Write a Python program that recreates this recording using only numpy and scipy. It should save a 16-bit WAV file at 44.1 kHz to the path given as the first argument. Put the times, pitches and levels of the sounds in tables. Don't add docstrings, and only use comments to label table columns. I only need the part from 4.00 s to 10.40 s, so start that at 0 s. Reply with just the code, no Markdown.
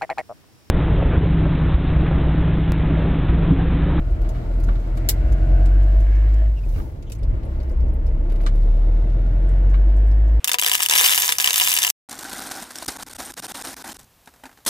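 import sys
import numpy as np
from scipy import signal
from scipy.fft import rfft, irfft
from scipy.io import wavfile
from scipy.ndimage import uniform_filter1d

SR = 44100
rng = np.random.default_rng(int(sys.argv[2]) if len(sys.argv) > 2 else 0)


def store_pcm(level_fs):
    pcm = np.round(np.clip(level_fs, -1, 1) * 32767).astype(np.int16)
    wavfile.write(sys.argv[1], SR, np.atleast_2d(pcm).T)


N = 282240
TIME = np.arange(N) / SR

# (t/s, body shake level/dB, cab drumming level/dB, thud level/dB)
BUMPS = [(0.16, -23.5, -19, -45), (0.679, -24, -33.5, -28.5), (1.296, -36.5, -15.5, -51),
         (1.558, -28, -19, -51), (2.001, -22.5, -25, -50), (2.77, -20.5, -23.5, -30.5),
         (3.3, -21.5, -18.5, -38), (3.829, -27, -16.5, -45.5), (4.12, -32.5, -18, -49)]
# (f/Hz, level/dB)
TICK_COLOUR = [(800, -22.5), (2500, -3.5), (5000, -2), (7500, -3.5), (9500, -4.5), (11600, -1.5),
               (13500, -4.5), (16000, -10)]
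# (t/s, level/dB)
PANEL_BUZZ = [(0, -2), (.33, 4.5), (.55, -3), (.9, -3), (1.08, 2), (1.16, -2), (1.65, 0), (1.77, -4),
              (1.87, 1.5), (2.04, 2), (2.13, -4), (2.3, -3), (2.42, 7), (2.6, -1), (4.5, -2), (6.4, -2.5)]


def from_db(db):
    return 10 ** (np.asarray(db) / 20)


def rms_one(x):
    return x / np.sqrt(np.mean(x ** 2) + 1e-20)


def in_time(rows):
    s, *columns = np.transpose(rows)
    return [np.interp(TIME, s, column) for column in columns]


def at_hz(points, hz):
    f, value = np.transpose(points)
    return np.interp(np.log(hz + 1), np.log(f), value)


def drift(rate):
    knots = rng.standard_normal(int(N / SR * rate) + 2)
    return rms_one(np.interp(TIME * rate, np.arange(len(knots)), knots))


def swell(s, rise_s, fall_s):
    return np.exp(-np.maximum((s - TIME) / rise_s, (TIME - s) / fall_s))


def dying(t, t60):
    return np.exp(-np.log(1000) * t / t60)


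def in_cab(mid, side, hz):
    # (f/Hz, correlation)
    likeness = [(60, .99), (115, 0.91), (200, 0.71), (380, 0.74), (700, 0.16), (1290, -0.5), (2300, 0.056),
                (4400, -0.11), (16000, 0.062)]
    # (f/Hz, level/dB)
    balance = [(60, 0.5), (130, -2.5), (280, 3), (550, 0.5), (1100, 0.5), (2200, 1), (12000, 1)]
    alike = np.clip(at_hz(likeness, hz), -1, 1)
    sign = np.array([[1], [-1]])
    sides = np.sqrt(1 + alike) * mid + sign * np.sqrt(1 - alike) * side
    return sides * from_db(sign * at_hz(balance, hz) / 2)


def noise(colour, size=N):
    hz = np.fft.rfftfreq(size, 1 / SR)
    ends = np.minimum(hz / colour[0][0], 1) ** 2 / np.maximum(hz / colour[-1][0], 1) ** 2
    mid, side = rfft(rng.standard_normal((2, size))) * from_db(at_hz(colour, hz)) * ends
    return rms_one(irfft(in_cab(mid, side, hz), size))


def even(x, span_s):
    power = uniform_filter1d(np.mean(x ** 2, axis=0), max(int(span_s * SR), 2))
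    return x / np.sqrt(np.maximum(power, 0) + 1e-12)


def resonance(x, hz, width_hz):
    r = np.exp(-np.pi * width_hz / SR)
    zeros = np.array([1, 0, -1]) * (1 - r * r) / 2
    poles = [1, -2 * r * np.cos(2 * np.pi * hz / SR), r * r]
    return signal.lfilter(zeros, poles, x)


def through(modes, hz):
    power = sum(from_db(db) ** 2 / (1 + ((hz - f) / width) ** 2 * 2) ** 2 for f, width, db in modes)
    return np.sqrt(power)


def add(out, s, sound):
    start = int(s * SR)
    out[:, start:start + sound.shape[1]] += sound[:, :N - start]


def burst(colour, t60, rise_s):
    t = TIME[:SR // 4]
    return noise(colour, size=len(t)) * dying(t, t60) * (1 - np.exp(-t / rise_s))


def cab_echoes(x, wet_db, t60):
    t = TIME[:SR // 16]
    spray = rms_one(rng.standard_normal((2, len(t))) * dying(t, t60))
    response = spray * from_db(wet_db) / np.sqrt(len(t))
    response[:, 0] += 1
    return signal.fftconvolve(x, response, axes=1)[:, :N] / np.sqrt(1 + from_db(wet_db) ** 2)


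def air_hiss():
    # (t/s, level/dB)
    air = [(0, -63.5), (.3, -60.5), (2.2, -60.5), (3.2, -70.5), (3.55, -63.5), (3.9, -73), (4.6, -63),
           (5.85, -68), (6.4, -66)]
    # (f/Hz, level/dB)
    hiss_colour = [(1500, -17.5), (3500, 3), (5300, 0.5), (6500, -4.5), (7500, -3), (10000, -11.5),
                   (10900, -9), (11600, -3), (12500, -10.5), (16000, -10)]
    hiss = from_db(in_time(air)[0] + 1.0 * drift(31)) * noise(hiss_colour)
    return cab_echoes(hiss, wet_db=-8.0, t60=0.043)


def bass_of_road(rolling_db):
    # (f/Hz, level/dB per Hz)
    shake_colour = [(15, -16.5), (24, -15), (33, 7.5), (44, -1), (55, -10), (80, -39.5)]
    drum_colour = [(35, -44.5), (48, -12), (56, 4), (62, 0), (72, -22.5), (95, -28.5)]
    rumble_colour = [(55, -25.5), (80, 1), (105, 2.5), (130, -6.5), (165, -12.5), (220, -34.5), (400, -52)]
    # (t/s, level/dB)
    rumbling = [(0, -38.5), (1, -33), (1.5, -32.5), (2.1, -39.5), (2.8, -35), (3.1, -38), (3.3, -34.5),
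                (3.8, -40), (4.5, -32), (5.3, -31.5), (5.9, -37), (6.4, -38)]
    shake_db, drum_db = -37.5, -36
    bump_rise_s, bump_fall_s = 0.098, 0.083
    bump_rumble_db = -8.5
    steady = from_db(0.85 * rolling_db)
    jolt, boom = sum(from_db([[bump_shake], [bump_drum]]) * swell(s, bump_rise_s, bump_fall_s)
                     for s, bump_shake, bump_drum, _ in BUMPS)
    shake = np.hypot(from_db(shake_db) * steady, jolt) * even(noise(shake_colour), span_s=0.28)
    drum = np.hypot(from_db(drum_db) * steady, boom) * even(noise(drum_colour), span_s=0.041)
    rumble_gain = np.hypot(from_db(in_time(rumbling)[0]), from_db(bump_rumble_db) * jolt)
    return shake + drum + rumble_gain * even(noise(rumble_colour), span_s=0.44)


def tyre_roar(rolling_db):
    # (f/Hz, level/dB per Hz)
    roar_colour = [(110, -20.5), (170, -6.5), (215, 0), (280, -2.5), (335, 2), (390, -8.5), (460, -3.5),
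                   (530, -8), (640, -7.5), (790, -11.5), (900, -7.5), (1000, -22.5), (2500, -53.5)]
    roar_db = -45
    throb_at_s, throb_per_s, throb_depth_db, throb_fade_s = 4.46, 5.1, 1, 0.81
    lumps_db = 1.6 * drift(18)
    throb = np.cos(2 * np.pi * throb_per_s * (TIME - throb_at_s))
    throb_db = throb_depth_db * swell(throb_at_s, throb_fade_s, throb_fade_s) * throb
    return from_db(roar_db + rolling_db + lumps_db + throb_db) * even(noise(roar_colour), span_s=0.43)


def road():
    # (t/s, level/dB)
    rolling = [(0, -0.5), (.3, 4.5), (1.5, 0.5), (2.05, -7.5), (2.5, -6.5), (2.8, 3), (3.1, -7.5), (3.3, 2),
               (4.2, 2), (5.4, 4), (6.4, -.5)]
    rolling_db, = in_time(rolling)
    return bass_of_road(rolling_db) + tyre_roar(rolling_db) + air_hiss()


def thumps(t60):
    # (f/Hz, level/dB)
    thump_colour = [(110, -6.5), (200, -6.5), (250, 2.5), (330, -11.5), (700, -19)]
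    out = np.zeros((2, N))
    for s, _, _, db in BUMPS:
        add(out, s, from_db(db) * burst(thump_colour, t60, rise_s=0.0014))
    return out


def jiggle(count, level_db, spread_db):
    out = np.zeros((2, N))
    for when, softness, pitch in rng.random((count, 3)):
        contact = burst(TICK_COLOUR, 0.079, rise_s=.001)
        touch = rms_one(resonance(contact, 2800 * 4 ** pitch, 1700))
        add(out, when * N / SR, from_db(level_db - spread_db * softness) * touch)
    return out


def squeaks(gain_db, wobble, overtone_db):
    # (t/s, length/s, f/Hz, level/dB)
    rubs = [(2.551, 0.062, 2800, -60), (2.624, 0.033, 2500, -62), (2.734, 0.035, 2860, -61),
            (2.753, 0.032, 2470, -61), (3.055, 0.05, 3200, -63), (3.185, 0.023, 2270, -64),
            (3.208, 0.0184, 2140, -67)]
    out = np.zeros((2, N))
    for s, length, hz, db in rubs:
        envelope = np.hanning(int(length * SR))
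        slip = rms_one(uniform_filter1d(rng.standard_normal(len(envelope)), 40))
        turns = np.cumsum(hz * (1 + wobble * slip)) / SR
        tone = sum(from_db(overtone_db * (k - 1)) * np.sin(2 * np.pi * k * (turns + rng.random((2, 1))))
                   for k in range(1, 5))
        add(out, s, from_db(db + gain_db) * np.sqrt(2) * envelope * tone)
    return out


def ticks(t60, gain_db, ring_db, ring_width_hz):
    # (t/s, level/dB, brightness/dB, ring f/Hz)
    taps = [(0.2148, -46, -13, 11700), (0.289, -38.5, -11, 7000), (0.599, -45, -7, 4500),
            (0.6365, -41.5, -9, 6500), (0.971, -40.5, -10, 7300), (1.321, -41, -10, 6650),
            (1.656, -38.5, -13, 7500), (1.83, -50.5, -6, 6900), (2.002, -47, -9, 6400),
            (2.339, -45, -14, 7070), (2.6896, -47, -12, 6500), (3.024, -44.5, -16, 6940),
            (3.0977, -39, -15, 11700), (3.119, -31, -10.5, 7450), (3.15, -46, -10, 6500),
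            (3.23, -43, -14, 5100), (3.431, -50.5, -14, 4100), (3.6, -46, -18, 4400),
            (3.629, -50, -10, 5170), (3.694, -50, -8, 5140), (4.0637, -48, -11.5, 5170),
            (4.297, -42, -17.5, 11700), (4.32, -43.5, -14, 11700), (4.357, -44, -15.5, 11700),
            (4.411, -46, -11, 11700), (4.4336, -44, -15, 11700), (4.555, -47, -14, 11700),
            (5.89, -52, -17, 4100), (6.112, -48.5, -13, 5200)]
    out = np.zeros((2, N))
    for s, db, top_db, ring_hz in taps:
        tilt_db_per_octave = top_db + 9.0
        colour = [(hz, level + tilt_db_per_octave * np.log2(hz / 6000)) for hz, level in TICK_COLOUR]
        touch = burst(colour, t60, rise_s=0.00092)
        ring = from_db(ring_db) * resonance(touch, ring_hz, ring_width_hz)
        add(out, s, from_db(db + gain_db) * (touch + ring))
    return out


def brush_past():
    # (f/Hz, level/dB)
    brush_colour = [(900, -18.5), (2400, -0.5), (3500, 3), (6000, 2.5), (9500, -0.5), (11600, 3.5),
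                    (16000, 0)]
    return from_db(-53) * swell(2.783, rise_s=0.13, fall_s=0.1) * noise(brush_colour)


def knocks(gain_db):
    # (t/s, level/dB, t60/s, brightness f/Hz)
    contacts = [(0.245, -46, 0.21, 2490), (0.347, -46.5, 0.39, 2480), (0.686, -33.5, 0.1, 1720),
                (0.754, -45, 0.1, 4000), (0.973, -41.5, 0.1, 2500), (2.758, -43.5, 0.08, 2200),
                (2.779, -44, 0.083, 2200), (2.799, -41, 0.058, 1900), (4.301, -51, 0.3, 2490),
                (4.4, -47.5, 0.18, 2500), (4.4631, -28, 0.091, 9100), (5.74, -34.5, 0.093, 2190)]
    # (f/Hz, width/Hz, level/dB)
    trim = [(1167, 140, 5), (1560, 250, 1.5), (2270, 150, -1), (2930, 150, -2.5), (3900, 740, -6.5),
            (5370, 740, -10.5), (6800, 2600, -16)]
    out, t = np.zeros((2, N)), TIME[:SR // 4]
    for s, db, t60, bright_hz in contacts:
        contact = noise([(300, 0), (bright_hz, 0), (2 * bright_hz, -9)], size=len(t))
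        rung = rms_one(sum((-1) ** k * from_db(level) * resonance(contact, hz, width)
                           for k, (hz, width, level) in enumerate(trim)))
        add(out, s, from_db(db + gain_db) * rung * dying(t, t60) * (1 - np.exp(-t / 0.00077)))
    return out


def snap(crack_db, spray_db, ring_db, t60):
    # (t/s, level/dB)
    contacts = [(1.0880, -8), (1.0905, -13), (1.0935, -13.5)]
    # (f/Hz, level/dB, t60/s)
    modes = [(3923, -25, .05), (4635, -21, .06), (5322, -23, .06), (5480, -27, .05), (7260, -17, .07),
             (7396, -24, .055), (10997, -22, .045), (11256, -24, .045), (11655, -16, .04),
             (11840, -22, .045), (13400, -24, .04), (14700, -22, .04)]
    # (f/Hz, level/dB)
    snap_colour = [(500, -5), (1300, -16.5), (2000, -7.5), (2700, -9.5), (3700, -3), (5300, -1), (6600, -5),
                   (7400, -0.5), (8700, -7), (10000, -6), (11600, 2.5), (13000, -8.5), (14600, -1),
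                   (15800, -2)]
    out, t = np.zeros((2, N)), TIME[:SR // 4]
    for s, db in contacts:
        ring = sum(from_db(level) * dying(t, decay) * np.sin(2 * np.pi * (hz * t + rng.random((2, 1))))
                   for hz, level, decay in modes)
        crack = burst(snap_colour, .012, rise_s=.0004)
        spray = burst(snap_colour, t60, rise_s=0.001)
        parts = from_db(crack_db) * crack + from_db(spray_db) * spray + from_db(ring_db) * ring
        add(out, s, from_db(db) * parts)
    return out


def intake_air(load_db):
    # (peak t/s, level/dB, centre f/Hz, rise/s, fall/s)
    rushes = [(1.05, -51, 2070, 0.093, 0.26), (2.12, -51, 2222, 0.13, 0.26), (4.7, -57.5, 3720, 0.32, 1),
              (5.5, -52, 1940, 0.44, 0.67)]
    # (multiple of the centre, level/dB)
    rush_colour = [(.7, -17), (.9, -3.5), (1, -0.5), (1.12, -9.5), (1.5, -17.5)]
    out = 0
    for s, db, hz, rise_s, fall_s in rushes:
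        colour = [(hz * ratio, level) for ratio, level in rush_colour]
        out = out + from_db(db + 0.96 * load_db) * swell(s, rise_s, fall_s) * noise(colour)
    return out


def whirr(firings):
    # (multiple of the firing rate, width/Hz, level/dB)
    bands = [(34.12, 110, -57.5), (57.45, 300, -68)]
    out = 0
    for order, width_hz, db in bands:
        carrier = np.cos(2 * np.pi * (order * firings + rng.random((2, 1))))
        flutter = noise([(20, 0), (width_hz, 0)]) * carrier
        out = out + from_db(db) * rms_one(flutter)
    return out


def gear_whine(firings, rough):
    order = 33
    phase = order * firings + rough * drift(40) + rng.random((2, 1))
    return np.sqrt(2) * (1 + rough * drift(25)) * np.sin(2 * np.pi * phase)


def clatter(firings, depth):
    # (f/Hz, level/dB per Hz)
    clatter_colour = [(500, -13.5), (850, -2.5), (1000, 3.5), (1250, 5), (1530, 0), (1750, -1), (2050, 0),
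                      (2500, -8), (2950, -8), (3400, -15.5), (5000, -21.5), (8000, -33), (15000, -46.5)]
    return rms_one(noise(clatter_colour) * (1 + depth * np.cos(2 * np.pi * firings)))


def panel_rasp(load_db):
    # (f/Hz, level/dB per Hz)
    rasp_colour = [(520, -22.5), (590, -2.5), (630, -3.5), (680, -5), (760, -20.5)]
    return from_db(-56 + .5 * load_db + in_time(PANEL_BUZZ)[0]) * noise(rasp_colour)


def chug(firings, decay_turns):
    cylinders = [0, -9, -13, -6]
    # (f/Hz, level/dB per Hz)
    chug_colour = [(130, -15), (180, -9.5), (240, -1), (330, -1.5), (390, -7), (470, -2.5), (600, -5.5),
                   (760, -16.5), (1000, -24.5)]
    strength = from_db(cylinders)[firings.astype(int) % len(cylinders)]
    thuds = uniform_filter1d(strength * np.exp(-(firings % 1) / decay_turns), size=180)
    return rms_one(thuds * noise(chug_colour))


def combustion(firings, rate, load_db, rough):
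    # (f/Hz, width/Hz, level/dB)
    panels = [(171, 30, -2), (228, 20, 2), (260, 18, 1), (322, 26, 7), (460, 61, -7), (586, 24, -.5),
              (630, 26, 7), (683, 24, 3.5), (722, 20, 1), (772, 30, -4), (880, 53, -18)]
    # (f/Hz, level/dB)
    uneven = [(150, -7), (325, -3), (460, -7), (600, -17), (900, -17)]
    # (f/Hz, level/dB)
    mounts = [(140, -47), (175, -45.5), (205, -54), (245, -50), (290, -55), (340, -50), (390, -63),
              (450, -56), (520, -59), (580, -56.5), (690, -58), (780, -70), (870, -65), (1000, -76)]
    # (t/s, level/dB)
    droning = [(0, 0), (1.5, 1), (2.1, -2.5), (2.5, -3.5), (2.9, -10), (3.3, -2), (4.3, 0), (5.5, 3),
               (6.4, 1)]
    knock_db = -53.5
    drone_between_db = -8
    buzz_hz, buzz_width_hz = 625, 45
    step = 10
    out, turns, rate, load_db = 0, firings[::step], rate[::step], load_db[::step]
    buzz_db, drone_db = in_time(PANEL_BUZZ)[0][::step], in_time(droning)[0][::step]
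    for quarters in range(14, 81):
        order = quarters / 4
        hz, whole = order * rate, order.is_integer()
        panel_db = knock_db + load_db + (0 if whole else at_hz(uneven, hz))
        buzz = from_db(buzz_db / (1 + ((hz - buzz_hz) / buzz_width_hz) ** 4))
        panel = from_db(panel_db) * through(panels, hz) * buzz
        drone = from_db(at_hz(mounts, hz) + drone_db + (0 if whole else drone_between_db))
        flutter, wander = rms_one(uniform_filter1d(rng.standard_normal((2, len(hz))), size=450))
        gain = np.hypot(panel, drone) * (1 + rough * flutter) * np.exp(1j * rough * wander)
        mid = np.exp(2j * np.pi * rng.random())
        sides = in_cab(mid, 1j * mid, np.mean(hz))
        out = out + (gain * sides * np.exp(2j * np.pi * order * turns)).real
    return signal.resample_poly(out, step, 1, axis=1)[:, :N]


def engine_boom(firings, rate, load_db, waver_db):
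    # (t/s, level/dB)
    boom = [(0, -19.5), (.22, -18.5), (.33, -22), (.43, -35), (.52, -18), (.77, -17.5), (.85, -25),
            (.93, -20), (1.04, -21.5), (1.2, -18), (1.55, -12.5), (1.75, -11.5), (2.48, -13.5), (2.58, -22),
            (2.75, -18.5), (2.9, -35), (3.1, -28), (3.17, -40), (3.23, -22.5), (3.45, -36), (3.58, -21.5),
            (3.66, -36), (3.73, -19.5), (3.95, -20.5), (4.7, -13), (4.97, -14.5), (5.07, -17),
            (5.35, -15.5), (5.75, -12), (6.4, -13)]
    # (f/Hz, width/Hz, level/dB)
    cab_modes = [(60.5, 6.6, 13.5), (88, 11, 0.5), (113.9, 17, -0.5), (133, 13, -6)]
    drive_db = -31 + 0.61 * load_db
    gains = [from_db(in_time(boom)[0])]
    for k in range(2, 4):
        gains.append(from_db(drive_db + waver_db * drift(13)) * through(cab_modes, k * rate))
    tones = sum(gain * np.sin(2 * np.pi * (k * firings + rng.random())) for k, gain in enumerate(gains, 1))
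    return np.sqrt(2) * tones * from_db(np.array([[.2], [-.2]]))


def engine():
    # (t/s, firings per s)
    speed = [(0, 41.1), (.15, 41.8), (.27, 39.9), (.38, 40), (.55, 41.8), (.68, 42), (.93, 40.7),
             (1.03, 41.9), (1.22, 44.95), (1.56, 45.05), (1.68, 45.9), (1.8, 47.8), (1.97, 48.7),
             (2.15, 50.4), (2.45, 52.2), (2.53, 52.1), (2.65, 44.5), (2.8, 35), (3.6, 32.5), (3.88, 31.3),
             (4.25, 34.2), (4.5, 35.7), (4.7, 37.35), (5.21, 41.9), (5.8, 47.5), (6.16, 51.35), (6.4, 53.5)]
    # (t/s, level/dB)
    load = [(0, -2.5), (.85, -2.5), (1.15, 1.5), (1.6, 6.5), (2.03, 0), (2.22, 0), (2.44, -2), (2.57, -23),
            (2.79, -13), (3.05, -27.5), (3.3, -8), (4.2, -9.5), (5.6, -3), (6.4, -4.5)]
    shuffle_at_s, shuffle_per_s, shuffle_depth = 4.3, 3.05, .55
    rocking = np.cos(2 * np.pi * shuffle_per_s * (TIME - shuffle_at_s))
    rate = in_time(speed)[0] + shuffle_depth * swell(shuffle_at_s, rise_s=.2, fall_s=.9) * rocking
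    load_db, = in_time(load)
    firings = np.cumsum(rate * (1 + .001 * drift(12))) / SR
    octaves = np.log2(rate / 44)

    belts = from_db(.7 * load_db + 11.5 * octaves) * whirr(firings)
    whine = from_db(-63.5 + load_db) * gear_whine(firings, rough=0.51)
    rattle = from_db(-49.5 + 0.38 * load_db + 0.5 * octaves) * clatter(firings, depth=0.18)
    thuds = from_db(-47.5 + .3 * load_db - 11 * octaves) * chug(firings, decay_turns=.35)
    knock = combustion(firings, rate, load_db, rough=.14)
    boom = engine_boom(firings, rate, load_db, waver_db=1.5)
    bright = intake_air(load_db) + belts + whine + cab_echoes(rattle, wet_db=-7.0, t60=0.064)
    return bright + panel_rasp(load_db) + thuds + knock + boom


def scene():
    small = jiggle(count=36, level_db=-71.0, spread_db=9.0)
    small += squeaks(gain_db=6.0, wobble=0.062, overtone_db=-11.0)
    small += ticks(t60=0.068, gain_db=-5.0, ring_db=6.0, ring_width_hz=560)
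    loud = thumps(t60=0.27) + knocks(gain_db=1.5)
    loud += snap(crack_db=-2.5, spray_db=-6.0, ring_db=1.5, t60=0.074)
    return road() + cab_echoes(small + brush_past(), wet_db=-7.5, t60=0.021) + loud + engine()


def record(dry):
    cutoff_hz, fade_s = 15900, .004
    edges = np.sin(np.pi / 2 * np.clip(np.minimum(TIME, TIME[-1] - TIME) / fade_s, 0, 1)) ** 2
    return signal.sosfilt(signal.ellip(10, .1, 80, cutoff_hz, fs=SR, output="sos"), dry * edges)


dry = scene()
out = record(dry)
store_pcm(out)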